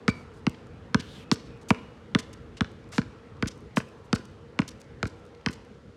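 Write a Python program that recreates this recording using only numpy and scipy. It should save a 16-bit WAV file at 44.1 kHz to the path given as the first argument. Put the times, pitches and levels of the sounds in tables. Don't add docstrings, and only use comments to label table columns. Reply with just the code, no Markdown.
import sys
import numpy as np
from scipy import signal
from scipy.fft import rfft, irfft, next_fast_len
from scipy.io import wavfile
from scipy.ndimage import uniform_filter1d

SR = 44100
rng = np.random.default_rng(int(sys.argv[2]) if len(sys.argv) > 2 else 0)


def transcribe(u):
    v = np.clip(np.atleast_2d(u).T, -1, 1)
    q = np.round(v * 32767).astype(np.int16)
    wavfile.write(sys.argv[1], SR, q)


def convert_level_to_amplitude(level_db):
    exponent = np.asarray(level_db, float) / 20
    return 10 ** exponent


N = 262836

# (time [s], slap peak [dB], treble share [dB], slap pitch [Hz], thump [dB])
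BOUNCES = [(0.08, -7, -10.5, 1426, -22), (0.467, -13, -8, 1265, -21.5), (0.945, -8.5, -7, 1150, -21.5),
           (1.315, -10.5, -4, 1910, -21), (1.705, -4.5, -14.5, 1060, -21), (2.149, -7, -8, 1390, -20),
           (2.608, -12.5, -6, 1490, -25.5), (2.981, -10.5, -11.5, 1490, -21.5),
           (3.425, -12, -8.5, 2180, -29.5), (3.77, -10, -13, 1030, -22.5), (4.129, -9.5, -6.5, 1480, -25),
           (4.59, -10, -9, 1102, -21.5), (5.029, -12.5, -9, 1474, -36), (5.4617, -14.5, -2, 1900, -27.5)]
# (time [s], rms level [dB], resonance [Hz])
DRAG_PATH = [
    (1.021, -55, 3000),
    (1.07, -56, 3180),
    (1.11, -54, 3700),
    (1.16, -52.5, 3380),
    (1.2, -53.5, 2840),
    (1.235, -57, 2720),
    (1.245, -61, 2700),
]
# (time [s], level [dB], pitch [Hz])
SQUEAK_PATH = [
    (.086, -26., 2270),
    (.099, -27., 2320),
    (.113, -34., 2310),
    (.128, -43., 2285),
    (.184, -47., 2285),
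    (.23, -56., 2280),
]


def evened(x):
    return x / np.sqrt(np.mean(x ** 2) + 1e-20)


def peaked(x):
    return x / abs(x).max()


def read(points, hz):
    f, value = np.transpose(points)
    return np.interp(np.log(hz + 1), np.log(f + 1), value)


def played(rows):
    s, *columns = np.transpose(rows)
    t = np.arange(s[0], s[-1], 1 / SR)
    return [np.interp(t, s, c) for c in columns]


def add(mix, s, sound):
    part = mix[round(s * SR):][:len(sound)]
    part += sound[:len(part)]


def colour(x, gain):
    size = next_fast_len(len(x) + 4096)
    hz = np.fft.rfftfreq(size, 1 / SR) + 1
    return irfft(rfft(x, size) * gain(hz), size)[:len(x)]


def resonate(x, hz, width):
    turn = np.exp(2j * np.pi * np.cumsum(hz * np.ones(len(x))) / SR)
    r = np.exp(-np.pi * width / SR)
    smooth = signal.lfilter([1 - r], [1, -r], x / turn + 1e-18)
    return 2 * (turn * smooth).real


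def ringing(t, modes, spread_db, lift_db):
    hz, db, t60 = np.transpose(modes)[:, :, None]
    spin, phase = rng.standard_normal((len(modes), 2, 1)).transpose(1, 0, 2)
    level = convert_level_to_amplitude(db + lift_db(hz) + spread_db * spin - 60 * abs(t) / t60)
    return (level * np.sin(2 * np.pi * (hz * t + phase))).sum(0) * (t >= 0)


def squeeze(t, hz, cycles, phase):
    contact = np.clip(t * hz / cycles, 0, 1)
    return np.sin(np.pi * contact ** 0.65) ** 2 * np.cos(2 * np.pi * (hz * t + phase))


def traffic():
    # (frequency [Hz], density [dB per Hz])
    hum_bands = [(18, -33), (30, -8), (92, -1.5), (151, -4.5), (184, -9), (253, -4), (274, -16),
                 (334, -6.5), (376, -23), (416, -6), (497, -21), (1320, -22), (3500, -36.5), (4550, -45),
                 (7700, -120)]
    # (time [s], level [dB])
    hum_level = [
        (0.0, -46.5),
        (2.6, -46.5),
        (4.2, -48),
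        (5.6, -48),
        (5.96, -51),
    ]
    # (frequency [Hz], bandwidth [Hz], rms level [dB])
    drones = [
        (469.4, 24.5, -55.5),
        (1345, 3.7, -72.5),
        (545, 14, -66),
    ]
    frames, hz = N // 512 + 5, np.fft.rfftfreq(2048, 1 / SR)
    a, b, patches = rng.standard_normal((frames, 1025, 3)).T
    patches = uniform_filter1d(patches, size=16, axis=0)
    patches = evened(uniform_filter1d(patches, size=8, axis=1))
    z = (a + 1j * b) * convert_level_to_amplitude(read(hum_bands, hz)[:, None] + 2.1 * patches)
    hum = evened(signal.istft(z, nperseg=2048, noverlap=1536)[1][:N])
    s, db = np.transpose(hum_level)
    swell = convert_level_to_amplitude(np.interp(np.arange(N) / SR, s, db))
    tones = sum(convert_level_to_amplitude(d) * evened(resonate(rng.standard_normal(N), f, w)) for f, w, d in drones)
    return swell * (convert_level_to_amplitude(-0.45) * hum + tones / np.median(swell))


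def rustle():
    # (frequency [Hz], density [dB per Hz])
    cloth_bands = [(1500, -12.), (3000, -2.), (4500, -3.), (6500, -8.), (9000, -14.), (11500, -21.),
                   (12500, -34.), (14000, -55.), (16000, -70.)]
    rest_db, stir_db, stir_s = -71.5, 9.5, 0.099
    since = np.arange(N) / SR - np.transpose(BOUNCES)[:1].T
    db = rest_db + stir_db * (np.exp(-abs(since) / stir_s) * (since > 0)).sum(0)
    flicker = evened(uniform_filter1d(rng.standard_normal(N), size=500))
    hiss = evened(colour(rng.standard_normal(N), lambda hz: convert_level_to_amplitude(read(cloth_bands, hz))))
    return hiss * convert_level_to_amplitude(db + 0.65 * flicker)


def yard(x):
    # (frequency [Hz], t60 [s])
    decay = [(100, 0.083), (400, 0.85), (1200, 0.6), (3000, 0.66), (8000, 0.6), (16000, 0.88)]
    thin = colour(x, lambda hz: 1 / np.sqrt(1 + (60.0 / hz) ** 2))
    at, out = np.arange(300, SR - 20, 20), np.zeros(N)
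    for k in range(3):
        taps = np.zeros(SR)
        taps[at + rng.integers(0, 20, len(at))] = rng.choice([-1., 1.], len(at))
        hz, t, z = signal.stft(taps, SR, nperseg=256)
        fade = convert_level_to_amplitude(-60 * t / read(decay, hz)[:, None])
        tail = signal.istft(z * fade, SR, nperseg=256)[1]
        share = np.cos(np.pi * (np.arange(N) / SR * .8 + k / 3)) * np.sqrt(2 / 3)
        out += signal.fftconvolve(thin * share, tail / np.linalg.norm(tail))[:N]
    return out


def wall(x):
    gap_m, walk_m_per_s, sound_m_per_s = 8.5, .8, 343
    echo_db, echo_db_per_m = -8.5, -2
    off_axis_db, off_axis_s = -31, 1
    t = np.arange(N) / SR
    gap = gap_m - walk_m_per_s * t
    db = echo_db + echo_db_per_m * (gap - gap[-1]) + off_axis_db * np.exp(-t / off_axis_s)
    late = np.interp(t - 2 * gap / sound_m_per_s, t, x) * convert_level_to_amplitude(db)
    n = np.arange(3000)
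    smear = .1 * np.exp(-n / 100.) + .045 * np.exp(-n / 900.)
    rough = np.r_[3.0, rng.standard_normal(3000) * smear]
    late = signal.oaconvolve(late, rough / np.linalg.norm(rough))[:N]
    return colour(late, lambda hz: 1 / np.sqrt(1 + (hz / 7100.0) ** 4) / np.sqrt(1 + (1000.0 / hz) ** 2))


def chirp(length, db, hz):
    u = np.linspace(0, 1, round(length * SR))
    whistle = evened(resonate(rng.standard_normal(len(u)), hz, 45.))
    return convert_level_to_amplitude(db) * whistle * np.sqrt(np.sin(np.pi * u) + 1e-9)


def squeak():
    throb_per_s, throb_db, throb_top_s = 70., 13., .099
    db, hz = played(SQUEAK_PATH)
    t = SQUEAK_PATH[0][0] + np.arange(len(db)) / SR
    db = db - throb_db * np.sin(np.pi * throb_per_s * (t - throb_top_s)) ** 2
    uneven = evened(uniform_filter1d(rng.standard_normal(len(hz)), size=60))
    turns = np.cumsum(hz * (1 + .012 * uneven)) / SR
    return convert_level_to_amplitude(db) * (np.sin(2 * np.pi * turns) + .22 * np.sin(4 * np.pi * turns))


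def drag():
    db, hz = played(DRAG_PATH)
    grit = rng.standard_normal(len(db))
    hiss = colour(grit, lambda f: convert_level_to_amplitude(-3.0 * np.log2(f / 2500.0) ** 2))
    hollow = evened(resonate(grit, hz, 810.0))
    return convert_level_to_amplitude(db) * evened(hollow + 0.25 * evened(hiss))


def scuff(length, db, hz):
    u = np.linspace(0, 1, round(length * SR))
    rise, hold = np.clip(0.0031 / length, .05, .4), 0.68
    grit = rng.standard_normal(len(u)) * convert_level_to_amplitude(9.0 * np.minimum(rng.exponential(1, len(u)), 3))
    grit = colour(grit, lambda f: convert_level_to_amplitude(-7.0 * np.log2(f / hz) ** 2 * np.where(f > hz, 1.15, .35)))
    stroke = np.clip(u / rise, 0, 1) * np.clip((1.05 - u) / (1.05 - hold), 0, 1)
    return convert_level_to_amplitude(db) * evened(grit) * stroke


def bounce(count, s, slap_db, treble_db, slap_hz, thump_db):
    # (frequency [Hz], level [dB])
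    slap_bands = [(300, 2.5), (600, -0.5), (1200, 2), (2500, 2), (5000, -6.5), (8000, -20), (12000, -34),
                  (16000, -78)]
    # (frequency [Hz], level [dB], t60 [s])
    cavity_modes = [
        (1012, -36., .45),
        (1765, -44., .6),
        (2200, -50., .4),
        (2775, -47., .6),
        (2905, -41., .8),
        (3330, -53., .3),
    ]
    # (frequency [Hz], level [dB], t60 [s])
    skin_modes = [(339, -13.5, 0.033), (437, -20.5, 0.12), (495, -22, 0.081), (637, -26, 0.083),
                  (780, -14.5, 0.014)]
    # (frequency [Hz], level [dB], t60 [s])
    lift_modes = [(1150, -1, 0.012), (1480, -7, 0.025), (2080, -23.5, 0.016)]
    # (thump lead [s], thump length [cycles], court thud [dB], thud lead [s], slap decay [s])
    sides = [
        (.0019, 3.48, -21.5, 0.0013, 0.0028),
        (0.000067, 2.68, -27.5, 0.00062, 0.0028),
    ]
    free = {2: (-2.2, 12.3, -2.), 4: (7.3, 4.1, -9), 5: (2., 3.7, 5.3), 6: (-8, 0.1, 4.6),
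            7: (-2., 0.1, 2.9), 8: (3, 3., 2.1), 9: (1.7, 2.7, 3.7), 13: (3., 10.8, 12)}
    lead_s, cycles, thud_db, thud_s, slap_s = sides[count % 2]
    muffled_db = (-6.5, -13.5, -11)
    low_db, high_db, flutter_db = np.add(muffled_db, free.get(count, 0))
    tick_hz = 2.34 * slap_hz
    knock_db = -8 + 1 * s
    t = np.arange(SR // 2) / SR - .004
    on = t >= 0

    tick = .55 * rng.standard_normal(len(t)) * on * np.exp(-abs(t) / .0007)
    tick[np.argmax(on)] += 3.0
    tick += .45 * np.roll(uniform_filter1d(tick, size=4), rng.integers(40, 100))

    def contact(hz):
        bump = 1 + 0.26 / (1 + ((hz / tick_hz - 1) / 0.2) ** 2)
        return convert_level_to_amplitude(read(slap_bands, hz)) / (1 + (2350.0 / hz) ** 2) * bump

    tick = peaked(colour(tick, contact))

    turns = slap_hz * (0.838 * t + 0.00053 * (1 - np.exp(-abs(t) / 0.0013)))
    patch = np.sin(2 * np.pi * turns) * on * np.exp(-(abs(t) / slap_s) ** 1.1)
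    spread = rng.standard_normal(len(t)) * on * np.exp(-abs(t) / 0.0027)

    def dull(hz):
        knock = knock_db * np.clip(np.log2(1000.0 / hz), 0, 1)
        return convert_level_to_amplitude(read(slap_bands, hz) + knock) / (1 + (hz / 2320.0) ** 4)

    body = peaked(0.66 * patch + peaked(colour(spread, dull)))

    skin = ringing(t, skin_modes, 0.99, lambda hz: 0.08 * knock_db)
    lifted = t - .009
    skin += ringing(lifted, lift_modes, 2.0, lambda hz: flutter_db) * np.clip(lifted / 0.0018, 0, 1)

    air = ringing(t, cavity_modes, 1.2, lambda hz: np.where(hz < 1500, low_db, high_db))
    air *= 1 - np.exp(-abs(t) / .025)
    waver = evened(uniform_filter1d(rng.standard_normal(len(t)), size=1800))
    air *= convert_level_to_amplitude(1.5 * waver)

    slap = convert_level_to_amplitude(treble_db + 8.5) * tick * (t > -.0002) + convert_level_to_amplitude(-2.0) * body * on + skin + air
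    slap = colour(slap, lambda hz: 1 / (1 + (hz / 12600.0) ** 6))
    thump = convert_level_to_amplitude(thump_db + 11.0) * squeeze(t + lead_s, 217.7, cycles, 0.45)
    thud = convert_level_to_amplitude(thud_db) * squeeze(t + thud_s, 96.6, 2.15, 0.26)
    return convert_level_to_amplitude(slap_db - 0.5) * slap + thump + thud


def scene():
    # (start [s], length [s],
    # rms level [dB], centre [Hz])
    scuffs = [(0.082, 0.025, -41, 4000), (0.148, 0.1, -67.5, 6000), (0.334, 0.075, -68, 5800),
              (0.54, 0.013, -53, 2370), (0.994, 0.022, -41.5, 3740), (1.319, 0.03, -39.5, 5400),
              (1.394, 0.012, -51.5, 2600), (1.452, 0.034, -61, 3440), (1.611, 0.029, -62, 5360),
              (1.684, 0.036, -45, 6000), (1.78, 0.02, -58, 2400), (2.185, 0.024, -38.5, 4630),
              (2.328, 0.015, -50, 5570), (2.567, 0.023, -48, 3500), (2.917, 0.089, -47.5, 5000),
              (2.922, 0.044, -47, 1490), (2.979, 0.023, -45.5, 3230), (3.471, 0.02, -36.5, 4800),
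              (3.76, 0.035, -39, 5700), (4.04, .03, -70, 6900), (4.146, 0.018, -41, 5330),
              (4.676, 0.021, -42.5, 5150), (4.797, 0.018, -59, 6500), (5.066, 0.017, -49, 5160),
              (5.19, 0.012, -70, 6100), (5.505, 0.018, -54, 6960), (5.525, 0.02, -49.5, 5200)]
    # (time [s], rms level [dB], centre [Hz])
    grit_bits = [(0.493, -47.5, 6600), (.514, -65, 5000), (.668, -60, 5770), (1.504, -58, 2500),
                 (1.572, -68, 9000), (2.619, -51, 5000), (2.715, -62, 6000), (2.84, -61, 3500),
                 (2.888, -63, 8000), (3.367, -59.5, 3500), (3.575, -62, 7500), (3.604, -63, 8000),
                 (3.886, -61, 7500), (4.252, -50, 5900), (4.313, -69, 8000), (4.602, -46, 4500),
                 (4.814, -48.5, 4930), (5.043, -56, 5000), (5.25, -62, 6940), (5.263, -63, 6000),
                 (5.347, -57, 3500), (5.41, -57, 3000), (5.477, -52, 4500), (5.648, -65, 6500)]
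    # (time [s], peak [dB], frequency [Hz])
    steps = [
        (0.992, -27, 207),
        (1.759, -40, 300),
        (2.189, -33, 200),
        (3.459, -23.5, 194),
        (4.191, -30, 310),
        (4.62, -30, 230),
        (5.056, -23, 215),
        (5.49, -25, 217),
    ]
    # (start [s], length [s], level [dB], frequency [Hz])
    chirps = [
        (1.19, 0.13, -64, 2570),
        (1.49, 0.13, -67, 2490),
        (3.87, 0.024, -60, 2540),
        (4.185, 0.033, -53.5, 1460),
        (4.285, 0.023, -65, 2000),
    ]
    near = np.zeros(N)
    for count, row in enumerate(BOUNCES):
        add(near, row[0] - .0038, bounce(count, *row))
    for s, *stroke in scuffs:
        add(near, s, scuff(*stroke))
    for s, db, hz in grit_bits:
        add(near, s, scuff(0.0053, db, hz))
    for s, db, hz in steps:
        add(near, s, convert_level_to_amplitude(db) * squeeze(np.arange(SR // 20) / SR, hz, 1.7, rng.random()))
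    add(near, DRAG_PATH[0][0], drag())
    far = wall(near) + convert_level_to_amplitude(-19.5) * yard(near) + traffic() + rustle()
    add(near, SQUEAK_PATH[0][0], squeak())
    for s, *slip in chirps:
        add(near, s, chirp(*slip))
    return (near + far)[None]


def top_cut(x):
    return signal.sosfilt(signal.butter(12, 16500, fs=SR, output="sos"), x)


def record(dry):
    cycles = 1.12

    def lag(hz):
        return np.exp(-2j * np.pi * (cycles * np.log(hz / 9000.) - hz * cycles / 9000.))

    def cut(hz):
        bass = 1 / np.sqrt(1 + (50.4 / hz) ** 14)
        treble = 1 / np.sqrt(1 + (hz / 9870.0) ** 6)
        return bass * treble * (hz < 16350)

    mix = colour(dry[0], lambda hz: lag(hz) * cut(hz))[None]
    return top_cut(mix)


dry = scene()
out = record(dry)
transcribe(out)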